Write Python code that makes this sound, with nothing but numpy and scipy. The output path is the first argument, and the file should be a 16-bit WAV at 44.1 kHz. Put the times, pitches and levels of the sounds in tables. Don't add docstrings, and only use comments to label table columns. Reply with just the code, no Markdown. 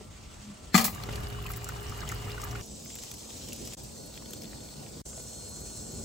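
import sys
import numpy as np
from scipy import signal
from scipy.fft import rfft, irfft
from scipy.io import wavfile
from scipy.ndimage import uniform_filter1d, minimum_filter1d

SR = 44100
rng = np.random.default_rng(int(sys.argv[2]) if len(sys.argv) > 2 else 0)


def generate_wav(sig):
    pcm = np.round(np.clip(np.atleast_2d(sig).T, -1, 1) * 32767).astype(np.int16)
    wavfile.write(sys.argv[1], SR, pcm)


def how_loud(loudness_db):
    steps = np.asarray(loudness_db, float) / 20
    return 10 ** steps


N = 266716

# start in seconds, stop in seconds, fade-in in seconds.
TAKES = [
    (0, .93, .001),
    (.925, 2.617, .005),
    (2.617, 3.7505, .003),
    (3.767, 5.018, .008),
    (5.052, 6.1, .008),
]
# frequency in Hz, density in dB per Hz.
AIR_COLOUR = [
    [(60, 6.5), (130, -8), (200, -7.5), (300, -14), (1700, -27), (6500, -27.5), (8500, -26), (12000, -30)],
    [(55, 3), (120, -1), (250, -10.5), (500, -13), (1700, -19.5), (2800, -23.5), (7500, -26.5),
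     (12000, -20.5)],
    [(55, 4.5), (120, 1.5), (250, -2), (500, -4.5), (1700, -23.5), (4500, -13.5), (7500, -11.5),
     (12000, -11)],
    [(55, -2), (120, 6.5), (250, -0.5), (500, -2), (2000, -26), (4500, -13.5), (7500, -14.5),
     (12000, -10.5)],
    [(55, 4.5), (120, 1.5), (250, -8), (500, -6), (2000, -27.5), (4500, -18.5), (7500, -9), (12000, -14.5)],
]
AIR_DB = [-46.5, -41, -44, -45, -42]
# frequency in Hz, likeness from 0 to 1.
PORT_LIKENESS = [(60, 0.94), (200, 0.69), (500, 0), (1300, 0), (3000, 0.6), (5500, 0.24), (7000, 0.68),
                 (16000, 1)]
# frequency in Hz, gain in dB.
MIC_COLOUR = [(30, -10.5), (55, -1.5), (7500, 1), (9300, -1), (11500, -13), (15300, -9.5), (16500, -21)]
# time in seconds, rumble in dB.
TRAFFIC = [(0, 7), (.15, 0), (.9, 3.5), (1.4, 1), (2.6, 1.5), (2.8, 3), (3.1, -2), (3.45, 4.5), (3.62, 8),
           (3.8, 3), (4.2, 2), (4.5, 5), (4.75, 0.5), (4.95, 3.5), (5.1, 1), (5.7, 1.5), (6.05, 8.5)]
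# time in seconds, strength in dB.
FLOW = [(0, 2), (.4, 9.5), (.72, 6), (.94, -2.5), (1.2, 4.5), (1.38, -3.5), (1.55, -0.5), (2.2, 4),
        (2.61, 3), (2.65, -1.5), (3.1, 4.5), (3.745, 7), (3.8, 6), (4.1, 2), (4.4, 3.5), (4.95, 3.5),
        (5.2, -1.5), (6.05, 0.5)]
# frequency in Hz, share.
TRAFFIC_SHARE = [(70, .2), (200, 1), (400, 0.68), (900, 0)]
# frequency in Hz, share.
FLOW_SHARE = [(200, 0), (900, 0.54), (6000, 0.47)]

# frequency in Hz, level in dB.
TONES = [
    [(608.3, -70), (1179, -74), (1340, -73), (2826, -79)],
    [(726.7, -63), (1184, -63), (2826, -63), (2945, -61), (7402, -68)],
    [(5712, -70), (5798, -67), (6944, -70), (8016, -69)],
    [(5308, -77), (5950, -74), (6514, -72)],
    [(4307, -66), (5475, -67), (5970, -65), (6293, -66), (6465, -66), (7472, -63), (7531, -64), (7876, -67),
     (8027, -64), (8387, -61), (8533, -64)],
]
TONE_WIDTH_HZ = [3.2, 10.2, 1.6, 3.9, 1.9]
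TONE_FADE_DB_PER_S = [0, 0, -1.5, -3, 0]
# take index, lowest partial in Hz, spacing in Hz, number of partials.
BUZZES = [
    (2, 5168, 543.7, 7),
    (3, 7182, 287.2, 6),
]
BUZZ_DB = [-67, -70]
BUZZ_SLOPE_DB = [-.5, -.4]
# drops per second, level in dB, lowest Hz, highest Hz.
PATTER = [
    (60, -70, 2700, 31000),
    (520, -55.5, 865, 13000),
    (900, -64, 2420, 13000),
    (900, -68, 1530, 6000),
    (245, -59, 8200, 19000),
]

# frequency in Hz, level in dB.
DRONE = [(60, -59), (120, -62), (222, -59)]
# time in seconds, level in dB.
WHINE = [
    (3.9, -80),
    (4.1, -74),
    (5.0, -75),
    (5.1, -70),
    (6.05, -72),
]
# time in seconds, level in dB.
SINGER = [
    (5.2, -82),
    (5.27, -58),
    (5.45, -51.5),
    (6.05, -58.5),
]
PAIR_HZ = [4280, 4370]
# time in seconds, level in dB.
PAIR = [
    (3.85, -77.5),
    (4.05, -59),
    (4.25, -65),
    (4.4, -62),
    (4.6, -63),
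    (4.78, -61),
    (4.9, -74),
    (5.01, -74),
]
# time in seconds, pitch in Hz, level in dB.
CHIRR = [
    (2.64, 7800, -75),
    (2.72, 7720, -53),
    (2.82, 7650, -64),
    (2.92, 7380, -50),
    (3.03, 7400, -49),
    (3.08, 7400, -76),
]

# frequency in Hz, level in dB, T60 in seconds.
CAN_MODES = [(131.4, -25, 0.25), (192.5, -3.5, 0.086), (229, -12, 0.24), (646, -20.5, 0.11),
             (771, -8.5, 0.045), (870, -17, 0.051), (1156, -11, 0.032), (1220, -4.5, 0.031),
             (1680, -8, 0.028), (2000, -3.5, 0.011), (2320, -7.5, 0.018), (3200, -30, 0.024),
             (4340, -10, 0.055), (4910, -20, 0.12), (6430, -19, 0.052), (7400, -10.5, 0.047),
             (8740, -10, 0.026), (11800, -38, .05), (14500, -28, .06), (14760, -28, .06), (15200, -28, .06)]
# start in seconds, blow in dB, scrape in dB, scrape T60 in seconds,
# brightness in dB per octave.
KNOCKS = [
    (0.7439, -16, -22.5, 0.086, -1.5),
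    (0.751, -15, -29, 0.18, 1.5),
    (.761, -38, -22.5, 0.083, 3),
    (0.7775, -23, -21, 0.16, 0.5),
    (0.793, -35, -42.5, 0.38, -8.5),
    (0.81, -36.5, -31.5, 0.14, 3.5),
    (0.8426, -46, -29.5, 0.23, 6.5),
    (0.849, -30, -37, 0.055, -3.5),
    (0.88, -31, -39, 0.11, -6.5),
]
# frequency in Hz, left minus right in dB.
KNOCK_LEFT = [(250, 2), (700, 13.5), (1500, 5.5), (3000, 9), (6000, 8.5), (9000, 1)]
# pitches in Hz, then levels in dB.
BOOM_HZ = [55.9, 113.3, 413]
BOOM_DB = [-45, -45, -53.5]
# time in seconds, level in dB.
JET = [
    (.93, -13),
    (1.07, -0.5),
    (2.09, -4),
    (2.23, -3),
    (2.61, -1.5),
]

# start in seconds, peak in dB, ring in Hz.
FILL_SPLASHES = [(0.948, -26.5, 7060), (1.0356, -23.5, 4330), (1.126, -30, 5100), (1.157, -23.5, 4560),
                 (1.2327, -33, 4500), (1.3003, -31, 4340), (1.4237, -40, 7400), (1.4641, -28, 7300),
                 (1.4906, -35, 7700), (1.5162, -27, 8800), (1.535, -23, 7140), (1.5619, -28, 7400),
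                 (1.6434, -19.5, 7400), (1.6883, -19.5, 7400), (1.8951, -26, 7450), (1.977, -35, 7290),
                 (1.503, -41, 5970), (2.0053, -25.5, 5040), (2.0742, -41, 6620), (2.0898, -17.5, 7070),
                 (2.117, -20.5, 7400), (2.3172, -24, 4800), (2.4166, -22.5, 7400), (2.439, -21, 7000),
                 (2.4868, -35, 7600), (2.511, -24.5, 5700), (2.6105, -27, 5630)]
# start in seconds, peak in dB, ring in Hz.
POT_SPLASHES = [(2.799, -33, 7400), (2.954, -25, 7500), (2.9859, -26, 7500), (3.0357, -23.5, 6300),
                (3.114, -22, 6000), (3.139, -28, 6050), (3.4863, -24.5, 5550), (3.5305, -20, 6000),
                (3.651, -27, 7500), (3.6737, -22.5, 5760), (3.735, -22.5, 7100), (3.773, -58, 7850),
                (4.308, -29, 8300), (4.3335, -19.5, 7230), (4.42, -27.5, 5400), (4.435, -29, 5760)]
# level at 2500 Hz in dB, change in dB per octave of ring pitch.
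BODY_DB = [-11, -3.5]
BODY_DB_PER_OCTAVE = [-24, -3]
TOP_DB = [-4, -3]
# start in seconds, peak in dB, pitch in Hz.
FILL_BUBBLES = [(1.0118, -35, 1100), (1.037, -37.5, 1270), (1.088, -32, 2000), (1.1305, -31, 2780),
                (1.1838, -42, 937), (1.3863, -36.5, 1110), (1.438, -38, 2680), (1.463, -29.5, 2530),
                (1.502, -30.5, 1280), (1.537, -35, 2080), (1.691, -26, 1460), (1.76, -39, 1260),
                (1.9217, -31, 1250), (2.0146, -34, 1570), (2.0314, -29.5, 1250), (2.076, -32, 3080),
                (2.096, -29.5, 2000), (2.1204, -28.5, 1276), (2.2802, -36, 1250), (2.379, -31, 1450),
                (2.4336, -29.5, 1210), (2.4709, -34, 1170), (2.5126, -49, 2900), (2.553, -29, 1400),
                (2.5933, -44, 2680)]
# start in seconds, peak in dB, pitch in Hz.
FILL_GURGLES = [(1.21, -46, 1240), (1.224, -47, 1180), (1.259, -39, 730), (1.309, -42, 1160),
                (1.414, -42, 1360), (1.454, -34.5, 1050), (1.575, -37, 1320), (1.613, -40, 720),
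                (1.633, -43, 880), (1.774, -43, 810), (1.859, -43, 680), (1.979, -39, 1430),
                (2.049, -39, 1240), (2.159, -40, 2960), (2.219, -42, 1240), (2.304, -34, 3470),
                (2.329, -38, 2800), (2.398, -34.5, 1170), (2.453, -39.5, 1180), (2.529, -37, 1140)]
# start in seconds, peak in dB, pitch in Hz.
SOIL_GURGLES = [
    (0.009, -36, 410),
    (3.541, -52, 360),
    (3.618, -54, 330),
    (4.967, -37, 330),
    (5.129, -41, 510),
    (5.176, -38, 646),
    (5.197, -38, 444),
    (5.328, -44, 636),
    (5.935, -41, 393),
    (5.999, -38, 400),
]
# start in seconds, peak in dB, pitch in Hz.
GULP = (1.088, -24, 420)
# start in seconds, peak in dB, pitch in Hz.
SLAPS = [
    (5.0, -39, 700),
    (5.129, -40, 1110),
    (5.178, -50, 900),
    (5.196, -47, 1300),
]
# start in seconds, peak in dB,
# pitch in Hz.
LEAF_DROPS = [(2.859, -40, 2260), (2.9025, -35, 3470), (2.9428, -46, 2540), (2.9872, -37, 3640),
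              (3.1149, -41, 2570), (3.304, -36, 3130), (3.5045, -47, 2900), (3.5226, -34, 2740),
              (4.155, -44, 3330), (4.175, -34, 3200), (4.222, -42.5, 1050), (4.2588, -36, 3600),
              (4.3327, -50, 3430), (4.4429, -36, 3320), (4.454, -36.5, 3470), (4.5315, -40.5, 1880),
              (4.687, -37, 3450), (4.7385, -40, 3400), (4.864, -39, 3160),
              (2.8195, -47, 3880), (2.9347, -47, 3850), (2.9607, -40, 2580), (3.0215, -40, 3750),
              (3.1413, -45, 3800), (3.1832, -48, 3840), (3.4224, -39, 3890), (3.5608, -45, 3780),
              (3.6561, -42, 3800), (3.7234, -35, 3080), (4.0114, -55, 3650), (4.0784, -53, 3810),
              (4.1404, -39, 3900), (4.5735, -47, 3380), (4.6044, -41, 3450), (4.8244, -53, 3440),
              (4.9804, -51, 3890)]
# start in seconds, peak in dB, centre in Hz.
SPITS = [(0.9483, -37, 11500), (1.0092, -44, 15600), (1.1249, -40, 11800), (1.1576, -35, 12000),
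         (1.2047, -39, 11800), (1.233, -40, 11400), (1.2835, -35, 11200), (1.3015, -38, 11300),
         (1.4242, -34, 15700), (1.4661, -32, 15300), (1.4906, -35, 15600), (1.504, -29, 14600),
         (1.5155, -26, 11900), (1.5619, -34, 14900), (1.5689, -25, 15200), (1.6245, -41, 15400),
         (1.6426, -46, 11800), (1.6876, -31, 15300), (1.731, -41, 11500), (1.8063, -40, 15200),
         (1.8278, -37, 11100), (1.9745, -36, 12100), (1.975, -39, 11600), (2.0732, -41.5, 15100),
         (2.0882, -40, 11100), (2.1171, -46, 12000), (2.1446, -35, 14800), (2.2174, -42, 15600),
         (2.2962, -38, 15700), (2.394, -54, 15300), (2.443, -29, 15200), (2.5112, -46, 14700),
         (2.6584, -39, 11400), (2.8485, -36, 15000), (2.9278, -44, 15200), (2.9527, -32, 14800),
         (2.9862, -42, 15700), (3.1144, -38, 12000), (3.141, -36, 11300), (3.1667, -45, 14700),
         (3.1817, -40, 15700), (3.3483, -42, 10700), (3.3758, -40, 14700), (3.4621, -41, 15500),
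         (3.53, -32, 10800), (3.56, -38, 11300), (3.6556, -35, 11500), (3.7729, -53, 15700),
         (3.8342, -35, 15500), (4.0253, -45, 14600), (4.0572, -39, 11500), (4.141, -43.5, 15500),
         (4.1655, -41, 15400), (4.3057, -51, 11600), (4.306, -36, 11400), (4.3336, -40, 12300),
         (4.3336, -37, 15500), (4.4084, -41, 15400), (4.4344, -38, 15300), (5.0016, -42, 12200)]
# ring base in seconds, ring in cycles,
# ring in dB, puff T60 in seconds, puff width as share of pitch, puff in dB, puff build-up in seconds.
BUBBLE = (.016, 22, -5.5, .05, .45, -9.5, .0018)
LEAF = (.004, 14, -5.5, .016, .6, -7.5, .0004)
THUD = (.004, 3, -4, .03, 1.5, -9, .0005)


def evened(x):
    return x / np.sqrt(np.mean(x ** 2) + 1e-20)


def smoothed_twice(x, size):
    return evened(uniform_filter1d(uniform_filter1d(x, size=size), size=size))


def read(points, hz):
    f, value = np.transpose(points)
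    return np.interp(np.log(hz + 1), np.log(f + 1), value)


def curve(rows, column=1):
    rows = np.transpose(rows)
    return how_loud(np.interp(np.arange(N) / SR, rows[0], rows[column], -120, -120))


def add(mix, s, sound):
    part = mix[..., round(s * SR):][..., :sound.shape[-1]]
    part += sound[..., :part.shape[-1]]


def ring(x, hz, width_hz):
    r = np.exp(-np.pi * width_hz / SR)
    return signal.lfilter([.5, 0, -.5], [1, -2 * r * np.cos(2 * np.pi * hz / SR), r * r], x)


def colour(x, db_at):
    gain = how_loud(db_at(np.fft.rfftfreq(x.shape[-1], 1 / SR)))
    return irfft(rfft(x) * gain, x.shape[-1])


def spread(x, db):
    late = np.roll(x, 40, axis=-1)
    echo = colour(late, lambda hz: read([(150, -9), (700, 4.5), (5500, 2.5), (7000, -61)], hz))
    return x + how_loud(db) * echo * np.array([[1], [-1]])


def steady(hz, width_hz, wobble_db=0., apart=0., count=N):
    walk, swell = rng.standard_normal((2, count // 64 + 2))
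    swell = smoothed_twice(swell, 40)
    walk = np.cumsum(walk) * np.sqrt(2 * np.pi * width_hz * 64 / SR)
    walk, swell = (np.interp(np.arange(count) / 64, np.arange(len(v)), v) for v in (walk, swell))
    turn = np.array([[0], [apart * rng.uniform(-1.11, 1)]])
    phase = 2 * np.pi * hz * np.arange(count) / SR + walk + turn
    return np.sqrt(2) * how_loud(wobble_db * swell) * np.cos(phase)


def drop_ring(hz, t60, glide=0.37):
    t = np.arange(2000) / SR
    onset = 1 - np.exp(-t / .0003)
    return np.sin(2 * np.pi * hz * t * (1 + glide * t / t60)) * how_loud(-60 * t / t60) * onset


def air(k, count):
    frames, hz = count // 256 + 5, np.fft.rfftfreq(1024, 1 / SR)
    a, b, c, d, patches = rng.standard_normal((frames, 513, 5)).T
    patches = evened(uniform_filter1d(uniform_filter1d(patches, size=12, axis=0), size=10, axis=1))
    flicker = evened(uniform_filter1d(rng.standard_normal(frames), size=3)) * (hz[:, None] > 1500)
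    t = TAKES[k][0] + np.arange(frames) * 256 / SR
    levels = np.array([np.interp(t, *np.transpose(v)) for v in (TRAFFIC, FLOW)])
    share = np.array([read(TRAFFIC_SHARE, hz), read(FLOW_SHARE, hz)])
    same = np.clip(read(PORT_LIKENESS, hz), 0, 1)[:, None]
    left = a + 1j * b
    right = same * left + np.sqrt(1 - same ** 2) * (c + 1j * d)
    still = how_loud(read(AIR_COLOUR[k], hz) + read(MIC_COLOUR, hz))
    moving = how_loud(share.T @ levels + 1.4 * patches + 1.23 * flicker)
    z = np.array([left, right]) * still[:, None] * moving
    noise = signal.istft(z, nperseg=1024, noverlap=768)[1][:, :count]
    return how_loud(AIR_DB[k]) * evened(noise)


def partials(k):
    buzz = []
    for (take, hz, step, count), db, slope in zip(BUZZES, BUZZ_DB, BUZZ_SLOPE_DB):
        if take == k:
            buzz += [(hz + n * step, db + n * slope) for n in range(count)]
    return TONES[k] + buzz


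def patter(per_s, db, low_hz, high_hz, count):
    out = np.zeros(count)
    for hz in np.geomspace(low_hz, high_hz, num=16):
        falls = rng.random(count) < per_s / 16 / SR
        size = how_loud(4.8 * np.minimum(rng.exponential(1, count), 4)) * falls
        out += signal.oaconvolve(size, drop_ring(hz, 9 / hz + 0.0069))[:count]
    return how_loud(db) * evened(out)


def garden():
    out = np.zeros((2, N))
    for k, (start, stop, fade) in enumerate(TAKES):
        t = np.arange(0, stop - start + .035, 1 / SR)
        tones = sum(how_loud(db + 1.2) * steady(hz, TONE_WIDTH_HZ[k], wobble_db=2.8, apart=1.4, count=len(t))
                    for hz, db in partials(k))
        tones = tones * how_loud(TONE_FADE_DB_PER_S[k] * (t - 2.44))
        drops = spread(patter(*PATTER[k], len(t)), 1)
        gate = np.clip(t / fade, 0, 1) * np.clip((stop - start - t) / 0.0012, how_loud(-48), 1)
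        add(out, start, gate * (air(k, len(t)) + tones + drops))
    return out


def far_hums():
    t = np.arange(N) / SR
    live = (t < TAKES[3][1]) | (t > TAKES[4][0])
    pots = live * (t > TAKES[2][0]) * ((t < TAKES[2][1]) | (t > TAKES[3][0]))
    engine = sum(how_loud(db) * steady(hz, 14.23, wobble_db=3.5, apart=0.44) for hz, db in DRONE)
    whine = curve(WHINE) * steady(1460, 7.45, wobble_db=2) * live
    return pots * curve(TRAFFIC) * engine + how_loud(0.5) * whine


def insects():
    singer = how_loud(-2) * curve(SINGER) * steady(4231, 1.6, apart=1.5)
    pair = curve(PAIR) * sum(steady(hz, 7.8, wobble_db=1.5, apart=1.1) for hz in PAIR_HZ)
    s, hz, _ = np.transpose(CHIRR)
    turns = np.cumsum(np.interp(np.arange(N) / SR, s, hz)) / SR
    rasp = smoothed_twice(rng.standard_normal(N), 200)
    chirr = curve(CHIRR, column=2) * np.sqrt(2) * rasp * np.cos(2 * np.pi * turns)
    return singer + pair + chirr


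def leaning_hand():
    peak_s, rise_s, fall_s, db = .5, 0.18, 0.093, -42
    press = curve([(peak_s - rise_s, db - 25), (peak_s, db), (peak_s + fall_s, db - 25)])
    return press * steady(205, 8)


def knocks():
    t, out = np.arange(8192) / SR, np.zeros((2, N))
    for s, blow_db, scrape_db, t60, tilt_db in KNOCKS:
        blow = rng.standard_normal(len(t)) * np.exp(-t / 0.0038)
        scrape = rng.standard_normal((2, len(t))) * how_loud(-60 * t / t60)
        apart = colour(scrape[1], lambda hz: read([(300, 1), (1000, 1.0), (5000, 6.0), (8000, -9.0)], hz))
        scrape[1] = scrape[0] + apart
        bright = colour(scrape, lambda hz: tilt_db * np.log2((hz + 300) / 4000) - 12 * (hz < 400))
        drive = how_loud(blow_db) * blow / np.linalg.norm(blow) + how_loud(scrape_db - 29.0) * bright
        walls = sum(how_loud(db) * ring(drive, hz * rng.uniform(0.95, 1.025), 1.52 / ring_s)
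                    for hz, db, ring_s in CAN_MODES)
        add(out, s, walls + how_loud(scrape_db) * bright)
    t = np.arange(N) / SR
    lifted = np.clip((.905 - t) / 0.035, .65, 1)
    lifted *= np.clip((t - KNOCKS[0][0]) / .001 + 1, 0, 1)
    placed = [colour(out[k], lambda hz: read(KNOCK_LEFT, hz) * (.5 - k)) for k in range(2)]
    return lifted * spread(np.array(placed), -10.5)


def filling_boom():
    modes = sum(how_loud(db) * steady(hz, 6.0, wobble_db=2.0, apart=0.98) for hz, db in zip(BOOM_HZ, BOOM_DB))
    return how_loud(3) * curve(JET) * modes


def splash(k, db, hz):
    t = np.arange(2000) / SR
    low_db = BODY_DB[k] + BODY_DB_PER_OCTAVE[k] * np.log2(hz / 6500)
    decay = np.exp(-t / 0.00089) + 0.45 * how_loud(-60 * t / 0.035)
    spray = rng.standard_normal(len(t)) * decay * (1 - np.exp(-t / 0.00054))
    tilt = [(800, low_db - 9), (2500, low_db), (6000, 0), (12000, TOP_DB[k])]
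    spray = colour(spray, lambda f: read(tilt, f))
    return how_loud(db - 6.5) * (spray + drop_ring(hz, 0.0083, glide=0.01))


def plink(hz, base_s, cycles, ring_db, puff_s, width, puff_db, soft_s):
    t = np.arange(2000) / SR
    puff = evened(ring(rng.standard_normal(len(t)), hz, width * hz))
    puff = puff * how_loud(-60 * t / puff_s) * (1 - np.exp(-t / soft_s))
    return how_loud(ring_db) * drop_ring(hz, base_s + cycles / hz, glide=.04) + how_loud(puff_db) * puff


def spit(db, hz):
    t, width_hz = np.arange(2000) / SR, 0.46 * hz
    hiss = evened(ring(ring(rng.standard_normal(len(t)), hz, width_hz), hz, width_hz))
    return how_loud(db - 4.5 - 60 * t / .03) * hiss * (1 - np.exp(-t / 0.00088))


def water():
    out = np.zeros(N)
    for k, rows in enumerate([FILL_SPLASHES, POT_SPLASHES]):
        for s, db, hz in rows:
            add(out, s, splash(k, db, hz))
    for rows, kind, gain_db in [(FILL_BUBBLES + SOIL_GURGLES + FILL_GURGLES, BUBBLE, 1.5),
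                                ([GULP] + SLAPS, THUD, 0), (LEAF_DROPS, LEAF, 4.0)]:
        for s, db, hz in rows:
            add(out, s, how_loud(db + gain_db) * plink(hz, *kind))
    for s, db, hz in SPITS:
        add(out, s, spit(db, hz))
    return spread(out, -9.5) * how_loud(np.array([[.8], [-.8]]))


def scene():
    return garden() + far_hums() + insects() + leaning_hand() + knocks() + filling_boom() + water()


def thin(ports):
    mid_side = np.array([ports.sum(0), ports[0] - ports[1]]) / 2
    hz, t, z = signal.stft(mid_side, SR, nperseg=2048, noverlap=1536)
    power = abs(z[:, :1024]) ** 2
    bands = power.reshape(2, 64, 16, -1)
    band = uniform_filter1d(bands.mean(2), size=3, axis=2)
    weak = (band < band[::-1] * how_loud(-2 * 4.5)) & (np.arange(64) >= 20)[:, None]
    weak[1, 43:] = True
    treble = uniform_filter1d(np.diff(ports[1], n=2, prepend=[0, 0]) ** 2, size=128)
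    before = np.roll(uniform_filter1d(treble, size=1024), 576)
    rise = -minimum_filter1d(-treble / (before + 1e-14), size=800)
    rise = rise[np.minimum((t * SR).astype(int), N - 1)]
    weak &= rise < 6
    weak[:, 46:] = rise < 25
    typical = np.repeat(np.median(bands, axis=2), 16, axis=1)
    faint = (power < .62 * typical) & (hz[:1024, None] > 1400)
    z[:, :1024] *= np.repeat(~weak, 16, axis=1) & ~faint
    mid, side = signal.istft(z, SR, nperseg=2048, noverlap=1536)[1][:, :N]
    return np.array([mid + side, mid - side])


def top_cut(x):
    return signal.sosfilt(signal.butter(12, 16810, fs=SR, output="sos"), x)


def record(dry):
    lag_samples = 11.5
    hz = np.fft.rfftfreq(N, 1 / SR)
    late_hz = np.maximum(hz - 2 * SR / lag_samples, 0)
    lag = np.exp(-2j * np.pi * late_hz / SR * lag_samples)
    ports = np.array([irfft(rfft(dry[0]) * lag, N), dry[1]])
    ports = signal.sosfilt(signal.butter(3, 38, "highpass", fs=SR, output="sos"), ports)
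    ports = colour(ports, lambda f: read([(16250, 0), (16550, -40)], f))
    return top_cut(thin(ports))


dry = scene()
out = record(dry)
generate_wav(out)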